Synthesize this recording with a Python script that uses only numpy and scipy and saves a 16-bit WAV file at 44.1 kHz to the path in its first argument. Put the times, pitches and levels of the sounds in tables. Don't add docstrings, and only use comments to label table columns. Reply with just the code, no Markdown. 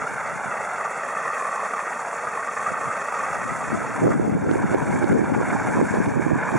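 import sys
import numpy as np
from scipy import signal
from scipy.fft import rfft, irfft, next_fast_len
from scipy.io import wavfile
from scipy.ndimage import uniform_filter1d, map_coordinates

SR = 44100
rng = np.random.default_rng(int(sys.argv[2]) if len(sys.argv) > 2 else 0)


def linear_from_db(decibels):
    return 10 ** (np.asarray(decibels, float) / 20)


def file_out(sig):
    cols = np.atleast_2d(sig).T
    lim = np.clip(cols, -1, 1)
    pcm = np.round(lim * 32767).astype(np.int16)
    wavfile.write(sys.argv[1], SR, pcm)


N = 290178

# time_s, roar_db, hiss_above_roar_db
TORCH_LEVELS = [(0, -29, -18.5), (.9, -29, -19), (1.35, -27.8, -18), (2.05, -30.5, -16.5),
                (2.9, -29, -17.5), (3.55, -29, -16.5), (4.0, -30.5, -17.5), (4.36, -37.5, -16.5),
                (4.75, -30, -18), (5.1, -30, -17.5), (5.3, -32, -19), (5.55, -29, -18),
                (5.95, -28.5, -16.5), (6.2, -33.5, -18.5), (6.36, -31, -19.5), (6.46, -28, -22.5),
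                (6.58, -27, -17)]
# time_s, change_db
FLARES = [(.76, 1), (1.64, 1), (2.63, 2.5), (2.88, 1), (3.25, 2.5), (4.09, 5.5), (4.53, 4), (4.72, 2),
          (4.9, 1.5), (5.51, 0.5), (5.88, -1), (6.24, 3.5)]
# time_s, peak_db
POPS = [(1.658, -17.5), (2.629, -16.5), (4.347, -19.5), (5.341, -16), (5.406, -20.5), (5.505, -17),
        (5.867, -20.5), (6.061, -14), (6.223, -16.5), (6.404, -18.5), (6.437, -16.5), (6.482, -17)]
# pitch_hz, level_db (per Hz)
ROAR_COLOUR = [(50, -36), (200, -13.5), (330, -19), (470, -6), (700, -3.5), (1000, -1.5), (1200, -4.5),
               (1400, -2.5), (1700, -5.5), (2300, -11.5), (2800, -17), (3400, -24.5), (5000, -30)]
# pitch_hz, level_db (per Hz)
HISS_COLOUR = [(2500, -2.5), (3400, 2.5), (4500, 3.5), (5600, 3), (7200, 5), (9000, 0), (10900, 0.5),
               (13100, -31), (14500, -16), (15800, -12.5)]
# near_end_s, strokes_done
HAND_STROKES = [(-.15, -1), (.13, 0), (.72, 2), (.97, 3), (1.9, 8), (2.47, 11), (2.92, 13), (3.32, 15),
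                (3.79, 17), (4.2, 19), (5.97, 28), (6.68, 32)]
# time_s, mean_delay_ms, swing_per_stroke_ms
ECHO_DELAYS = [(0, 1.388, 0.13), (.7, 1.485, 0.081), (1.1, 1.6, 0.043), (1.5, 1.63, 0.036),
               (2.05, 1.53, .05), (2.5, 1.6, 0.043), (3.2, 1.56, 0.07), (3.7, 1.54, 0.11),
               (4.2, 1.45, 0.083), (4.8, 1.3, 0.086), (5.5, 1.324, 0.069), (6.0, 1.254, 0.048),
               (6.58, 1.22, .04)]
# time_s, first_bounce (0 to 1), second_bounce (0 to 1)
ECHO_STRENGTHS = [(0, .55, 0.25), (.5, 0.5, .3), (1, 0.57, 0.18), (1.4, 0.77, 0.49), (1.7, .45, 0.23),
                  (2.05, 0.2, 0.2), (2.4, 0.43, 0.45), (3, .5, 0.31), (3.6, 0.38, 0.36), (4, 0.26, 0.04),
                  (4.5, .45, 0.08), (5, 0.52, 0.05), (5.6, 0.38, 0.03), (6, 0.5, 0), (6.58, 0.56, 0.02)]
# pitch_hz, side_below_mid_db
TORCH_SPREAD = [(100, -11), (700, -27.5), (2400, -17), (4400, -14.5), (6500, -22.5), (7800, -9),
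                (9000, -11), (11000, -12.5), (15000, -3)]
# time_s, level_db, left_minus_right_db
BREEZE = [(0, -37, -7), (.2, -45.5, 3), (.42, -44, -3), (.9, -55, 4), (1.7, -69, 3), (2.3, -59, 8),
          (2.55, -54, 12), (2.7, -39.5, -5), (2.95, -57, 8), (3.2, -48, -1), (3.45, -37, 9),
          (3.65, -36.5, 3), (3.74, -29, -1), (3.96, -33, 0), (4.04, -24, -2), (4.9, -28, 5),
          (5.55, -27, 0.5), (6.58, -28.5, -1.5)]
# pitch_hz, level_db (per Hz)
RUMBLE_COLOUR = [(12, -73), (20, -48), (75, -10), (123, -1), (211, 1), (327, -2), (480, -6.5), (826, -16.5),
                 (1300, -36), (1690, -42), (2860, -120)]
# time_s, peak_db,
# pitch_hz, push (+) or pull (-)
MORE_PUFFS = [
    [(.36, -22, 120, 1), (2.28, -31, 90, 0.85), (2.88, -23, 60, -1), (3.73, -12, 222, 1), (4.08, 0, 520, -1), (4.092, -8, 850, 1), (4.068, -10, 750, -1)],
    [(.12, -27, 120, -0.85), (.46, -23, 140, 1), (2.72, -24, 150, -1.1), (2.87, -25, 90, 1), (4.06, -15, 420, 0.92)],
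]
# time_s, peak_db, pitch_hz, push (+) or pull (-)
LEFT_SLAPS = [(4.0198, -10, 288, -1.1), (4.098, -8, 384, 0.69), (4.1423, -9.5, 226, -0.63),
              (4.166, -10.5, 172, 0.93), (4.2508, -1.5, 183, 0.42), (4.2972, -9.5, 215, -1.2),
              (4.3264, -12, 213, -0.89), (4.3515, -9.5, 183, 1), (4.4755, -16, 193, -1),
              (4.6447, -9.5, 170, -1.6), (4.7276, -21, 215, 1), (4.7562, -4, 340, 1),
              (4.99, -12, 193, 0.78), (5.1305, -2.5, 312, -0.96), (5.1582, -4.5, 236, -0.79),
              (5.243, -16, 241, -1.6), (5.3235, -10, 223, -1.2), (5.3658, -7, 215, -1.2),
              (5.687, -6, 161, 0.72), (5.7732, -8, 204, -1), (5.8288, -2, 326, 1),
              (5.9417, -2.5, 404, 0.64), (6.0042, -5.5, 274, 1), (6.093, -8.5, 170, 0.51),
              (6.3642, -16, 226, 1), (6.5558, -6, 312, -0.62)]
# time_s, peak_db, pitch_hz, push (+) or pull (-)
RIGHT_SLAPS = [(4.047, -7, 322, 1), (4.0702, 1, 513, -0.94), (4.0872, -0.5, 330, -0.71),
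               (4.1113, -18, 258, 0.88), (4.1987, -4, 338, 0.92), (4.3696, -13, 462, -1),
               (4.5141, -1.5, 345, 1), (4.558, -8.5, 396, -1.7), (4.717, -10, 266, -0.76),
               (4.7473, -3, 440, -1.6), (4.8792, -14, 215, -1), (4.9023, -10, 204, -0.9),
               (4.9594, -7.5, 260, -0.64), (5.0432, 0, 318, 0.86), (5.1146, -6, 193, 1),
               (5.15, -11, 290, -1), (5.1941, -3, 307, 1), (5.2178, -3.5, 249, 0.92),
               (5.4144, -10, 448, -1.5), (5.775, -7, 236, 0.78), (5.8145, 0, 455, -0.73),
               (5.9726, -2.5, 366, -0.46), (6.077, -9, 333, -0.98), (6.1727, -8.5, 301, -0.69),
               (6.1974, -5.5, 312, -0.91), (6.2669, -8, 293, -1.7), (6.3194, -5, 269, 1),
               (6.3588, -10, 236, -1.2), (6.5549, -2, 298, -0.56)]
# start_pitch_hz, rise_hz, trill_length_s, level_db
CRICKETS = [
    (7100, 100, 0.81, -61),
    (7950, 150, .3, -66),
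    (8600, 170, 0.33, -66),
]
TRILL_STARTS = [
    [.35, 1.05, 1.7, 2.35, 3.05, 4.7, 5.4, 6.12],
    [.42, 1.12, 1.75, 2.42, 3.12, 3.68, 4.5, 5.15, 5.85],
    [.1, .9, 1.82, 2.65, 3.25, 3.6, 3.97, 4.85, 5.57, 6.4],
]
# pitch_hz, width_hz, change_db
BAND_CUTS = [
    (3002, 1200, -43),
    (3990, 1390, -36),
    (4940, 1040, -42),
    (12080, 3850, -30),
    (12700, 3100, -22),
]
# time_s, top_db, half_of_left_minus_right_db, lower_db
CRACKS = [(4.0701, -50, -14, -54), (4.1385, -53, 10, -52), (4.2487, -54, 11, -58), (4.2946, -53, 10.0, -59),
          (4.5126, -55, -10, -37), (4.7466, -46, -15, -41), (5.042, -55, -16, -38), (5.1287, -51, 13, -44),
          (5.215, -57, -10, -50), (5.9444, -68, 7, -42), (5.9704, -73, 5, -55), (6.0881, -65, 7, -49),
          (6.319, -64, -9, -57)]


def in_time(rows):
    s, *columns = np.transpose(rows)
    return [np.interp(np.arange(N) / SR, s, column) for column in columns]


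def rms_one(x):
    return x / np.sqrt(np.mean(x ** 2) + 1e-20)


def at_hz(points, hz):
    point_hz, point_db = np.transpose(points)[:2]
    return np.interp(np.log(hz + 1), np.log(point_hz), point_db)


def filtered(x, order, hz, kind="low"):
    return signal.sosfiltfilt(signal.butter(order, hz, kind, fs=SR, output="sos"), x)


def drift(rate_hz):
    r = np.exp(-2 * np.pi * rate_hz * 20 / SR)
    noise = rng.standard_normal(N // 20 + 2002)
    slow = signal.lfilter([1], [1, -2 * r, r * r], noise)[2000:]
    return np.interp(np.arange(N) / 20, np.arange(len(slow)), rms_one(slow))


def bumps(s, heights, width_s):
    t = np.arange(0, N + 50, 50) / SR
    coarse = np.exp(-((t[:, None] - s) / width_s) ** 2) @ heights
    return np.interp(np.arange(N) / SR, t, coarse)


def turbulence(colour, shared_db, own_db, own_rate, octaves):
    size = next_fast_len(N)
    hz = np.arange(size // 2 + 1) * SR / size
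    coloured = rfft(rng.standard_normal(size)) * linear_from_db(at_hz(colour, hz))
    place = np.log2(hz + 1) / octaves
    lowest = int(np.log2(colour[1][0]) / octaves) - 1
    highest = int(np.log2(colour[-1][0]) / octaves)
    out = np.zeros(N)
    for centre in range(lowest, highest + 1):
        share = np.clip(1 - abs(place - centre), 0, 1) ** .5
        band = irfft(coloured * share, size)[:N]
        out += band * linear_from_db(own_db * drift(own_rate))
    return rms_one(out * linear_from_db(shared_db))


def delayed(x, ms):
    return map_coordinates(x, [np.arange(N) - ms * SR / 1000], order=3)


def echo_delay_ms():
    mean_ms, swing_ms = in_time(ECHO_DELAYS)
    strokes, = in_time(HAND_STROKES)
    return mean_ms - swing_ms * np.cos(2 * np.pi * strokes)


def ground_echo(roar, count, cycles):
    mean_ms, middle_hz = 1.444, 1510
    late = signal.hilbert(delayed(roar, count * mean_ms), next_fast_len(N))[:N]
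    turn = count * middle_hz * (echo_delay_ms() - mean_ms) / 1000 + cycles
    return np.real(late * np.exp(-2j * np.pi * turn))


def resonance(x, hz, width_hz):
    r = np.exp(-np.pi * width_hz / SR)
    ring = [1, -2 * r * np.cos(2 * np.pi * hz / SR), r * r]
    return signal.lfilter(np.array([1, 0, -1]) * (1 - r * r) / 2, ring, x)


def torch_levels():
    steady_db, hiss_over_db = in_time(TORCH_LEVELS)
    flare_db = bumps(*np.transpose(FLARES), width_s=0.04)
    pop_s, pop_peak_db = np.transpose(POPS)
    pop_db = bumps(pop_s, np.maximum(pop_peak_db + 21, 0), width_s=.007)
    roar_db = steady_db + flare_db + pop_db
    hiss_db = steady_db + hiss_over_db + 0.91 * flare_db + .3 * pop_db
    return roar_db, hiss_db


def flame_roar(flutter_db):
    roar = turbulence(ROAR_COLOUR, flutter_db, own_db=2.37, own_rate=67, octaves=.5)
    first, second = np.clip(in_time(ECHO_STRENGTHS), 0, .9)
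    roar = roar + 2.8 * np.maximum(second - .12, 0) * resonance(roar, hz=1195, width_hz=120)
    upper = filtered(roar, 2, 750, "high")
    echoes = first * ground_echo(upper, count=1, cycles=-0.047)
    echoes += second * ground_echo(upper, count=2, cycles=0.13)
    echoes += 0.51 * second * ground_echo(upper, count=3, cycles=0.4)
    return (roar + echoes) / np.sqrt(1 + first ** 2 + second ** 2)


def nozzle_hiss(flutter_db):
    returned = 0.38
    shared_db = 0.33 * flutter_db + 0.69 * drift(110)
    hiss = turbulence(HISS_COLOUR, shared_db, own_db=2.0, own_rate=28, octaves=0.48)
    return (hiss + returned * delayed(hiss, echo_delay_ms())) / np.sqrt(1 + returned ** 2)


def torch():
    roar_db, hiss_db = torch_levels()
    flutter_db = 1.34 * drift(71)
    mid = linear_from_db(roar_db + 1.5) * flame_roar(flutter_db)
    mid += linear_from_db(hiss_db + 4.0) * nozzle_hiss(flutter_db)
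    size = next_fast_len(N)
    scattered = rfft(np.roll(mid, 900), size)
    hz = np.linspace(0, SR / 2, len(scattered))
    side = irfft(scattered * linear_from_db(at_hz(TORCH_SPREAD, hz)))[:N]
    return np.array([mid + side, mid - side]) * linear_from_db(np.array([[-.3], [.3]]))


def port_levels(tables):
    breeze_db, pan_db = in_time(BREEZE)
    for side, table in zip((.5, -.5), tables):
        s, peak_db = np.transpose(table)[:2]
        wake = bumps(s, linear_from_db(peak_db - 17) ** 2, width_s=0.027)
        yield 10 * np.log10(linear_from_db(breeze_db + side * pan_db) ** 2 + wake)


def wind_rumble(level_db):
    rumble = turbulence(RUMBLE_COLOUR, 2.9 * drift(24.7), own_db=3.0, own_rate=23.0, octaves=.7)
    deep = filtered(rumble, 2, 110)
    rumble = rumble - deep + deep * linear_from_db(-.3 * (level_db + 33.5))
    bright = filtered(rumble, 2, 300, "high")
    rumble = rumble - bright + bright * linear_from_db(np.minimum(0.42 * (level_db + 19.0), 4.0))
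    return linear_from_db(level_db + 2.0) * rumble


def wind_slaps(table):
    out = np.zeros(N + 1600)
    t = np.arange(-800, 800) / SR
    for s, db, hz, sign in table:
        cycles = t * (0.75 * hz + 80)
        shape = np.where(t < 0, np.exp(-(cycles / 0.63) ** 2), np.exp(-abs(cycles) / 0.66))
        at = round(s * SR)
        out[at:at + 1600] += sign * linear_from_db(db + 2.0) * shape * np.cos(2 * np.pi * cycles)
    return filtered(out[800:N + 800] + 1e-18, 1, 115, "high")


def wind():
    tables = [list(LEFT_SLAPS) + list(MORE_PUFFS[0]), list(RIGHT_SLAPS) + list(MORE_PUFFS[1])]
    left, right = [wind_rumble(level_db) + wind_slaps(table)
                   for level_db, table in zip(port_levels(tables), tables)]
    crossfeed = .31
    return np.array([left - crossfeed * right, right - crossfeed * left])


def crickets():
    out = np.zeros((2, N))
    trills = [(s, *cricket) for cricket, starts in zip(CRICKETS, TRILL_STARTS) for s in starts]
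    chances = rng.random((len(trills), 3))
    for (s, start_hz, rise_hz, length, db), chance in zip(trills, chances):
        at = max(round(s * SR), 0)
        t = np.arange(min(round(length * SR), N - at)) / SR
        stroke_hz = 38 + 5 * chance[0]
        strokes = np.clip(np.sin(2 * np.pi * (stroke_hz * t + chance[1])) + 0.33, 0, 1)
        swell = np.clip(t / length, 0, 1) ** 0.31 * np.clip((length - t) / .03, 0, 1)
        wobble_hz = 900 * uniform_filter1d(rng.standard_normal(N), 200)[:len(t)]
        phase = 2 * np.pi * np.cumsum(start_hz + rise_hz * t / length + wobble_hz) / SR
        tone = np.sin(phase + np.array([[0], [2.4]]))
        out[:, at:at + len(t)] += linear_from_db(db + 10.5) * strokes * swell * tone
    return out


def scene():
    return torch() + wind() + crickets()


def equaliser(x):
    for hz, width_hz, db in BAND_CUTS:
        w, depth = 2 * np.pi * hz / SR, linear_from_db(db)
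        a = np.tan(np.pi * min(width_hz, 9000) / SR)
        top = [1 + a * depth, -2 * np.cos(w), 1 - a * depth]
        x = signal.lfilter(top, [1 + a, -2 * np.cos(w), 1 - a], x)
    return x


def limiter(x, knee_db=-10.0, share=.7, release_db_per_s=280.):
    peak_db = 20 * np.log10(np.abs(x).max(axis=0) + 1e-9)
    over_db = share * np.maximum(peak_db - knee_db, 0)
    ramp = release_db_per_s * np.arange(N) / SR
    held_db = np.maximum.accumulate(over_db + ramp) - ramp
    return x * linear_from_db(-signal.lfilter([.02], [1, -.98], held_db))


def cracks():
    out = np.zeros((2, N))
    k = np.arange(40)
    dull = k * np.exp(-k / 3.1) / 4.9
    for s, top_db, pan_db, low_db in CRACKS:
        at = round((s + 0.00114) * SR)
        sides = linear_from_db(np.clip([pan_db, -pan_db], -15, 0) * 2)
        out[:, at] += linear_from_db(top_db + 26.5) * sides
        out[:, at:at + 40] += linear_from_db(low_db + 34.0) * sides[:, None] * dull
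    return signal.sosfilt(signal.butter(2, 1500, "high", fs=SR, output="sos"), out)


def roll_off(x):
    return signal.sosfilt(signal.butter(12, 15830, fs=SR, output="sos"), x)


def record(dry):
    x = signal.sosfilt(signal.butter(3, 47.6, "high", fs=SR, output="sos"), dry)
    mix = limiter(equaliser(x)) + cracks()
    return roll_off(mix)


dry = scene()
out = record(dry)
file_out(out)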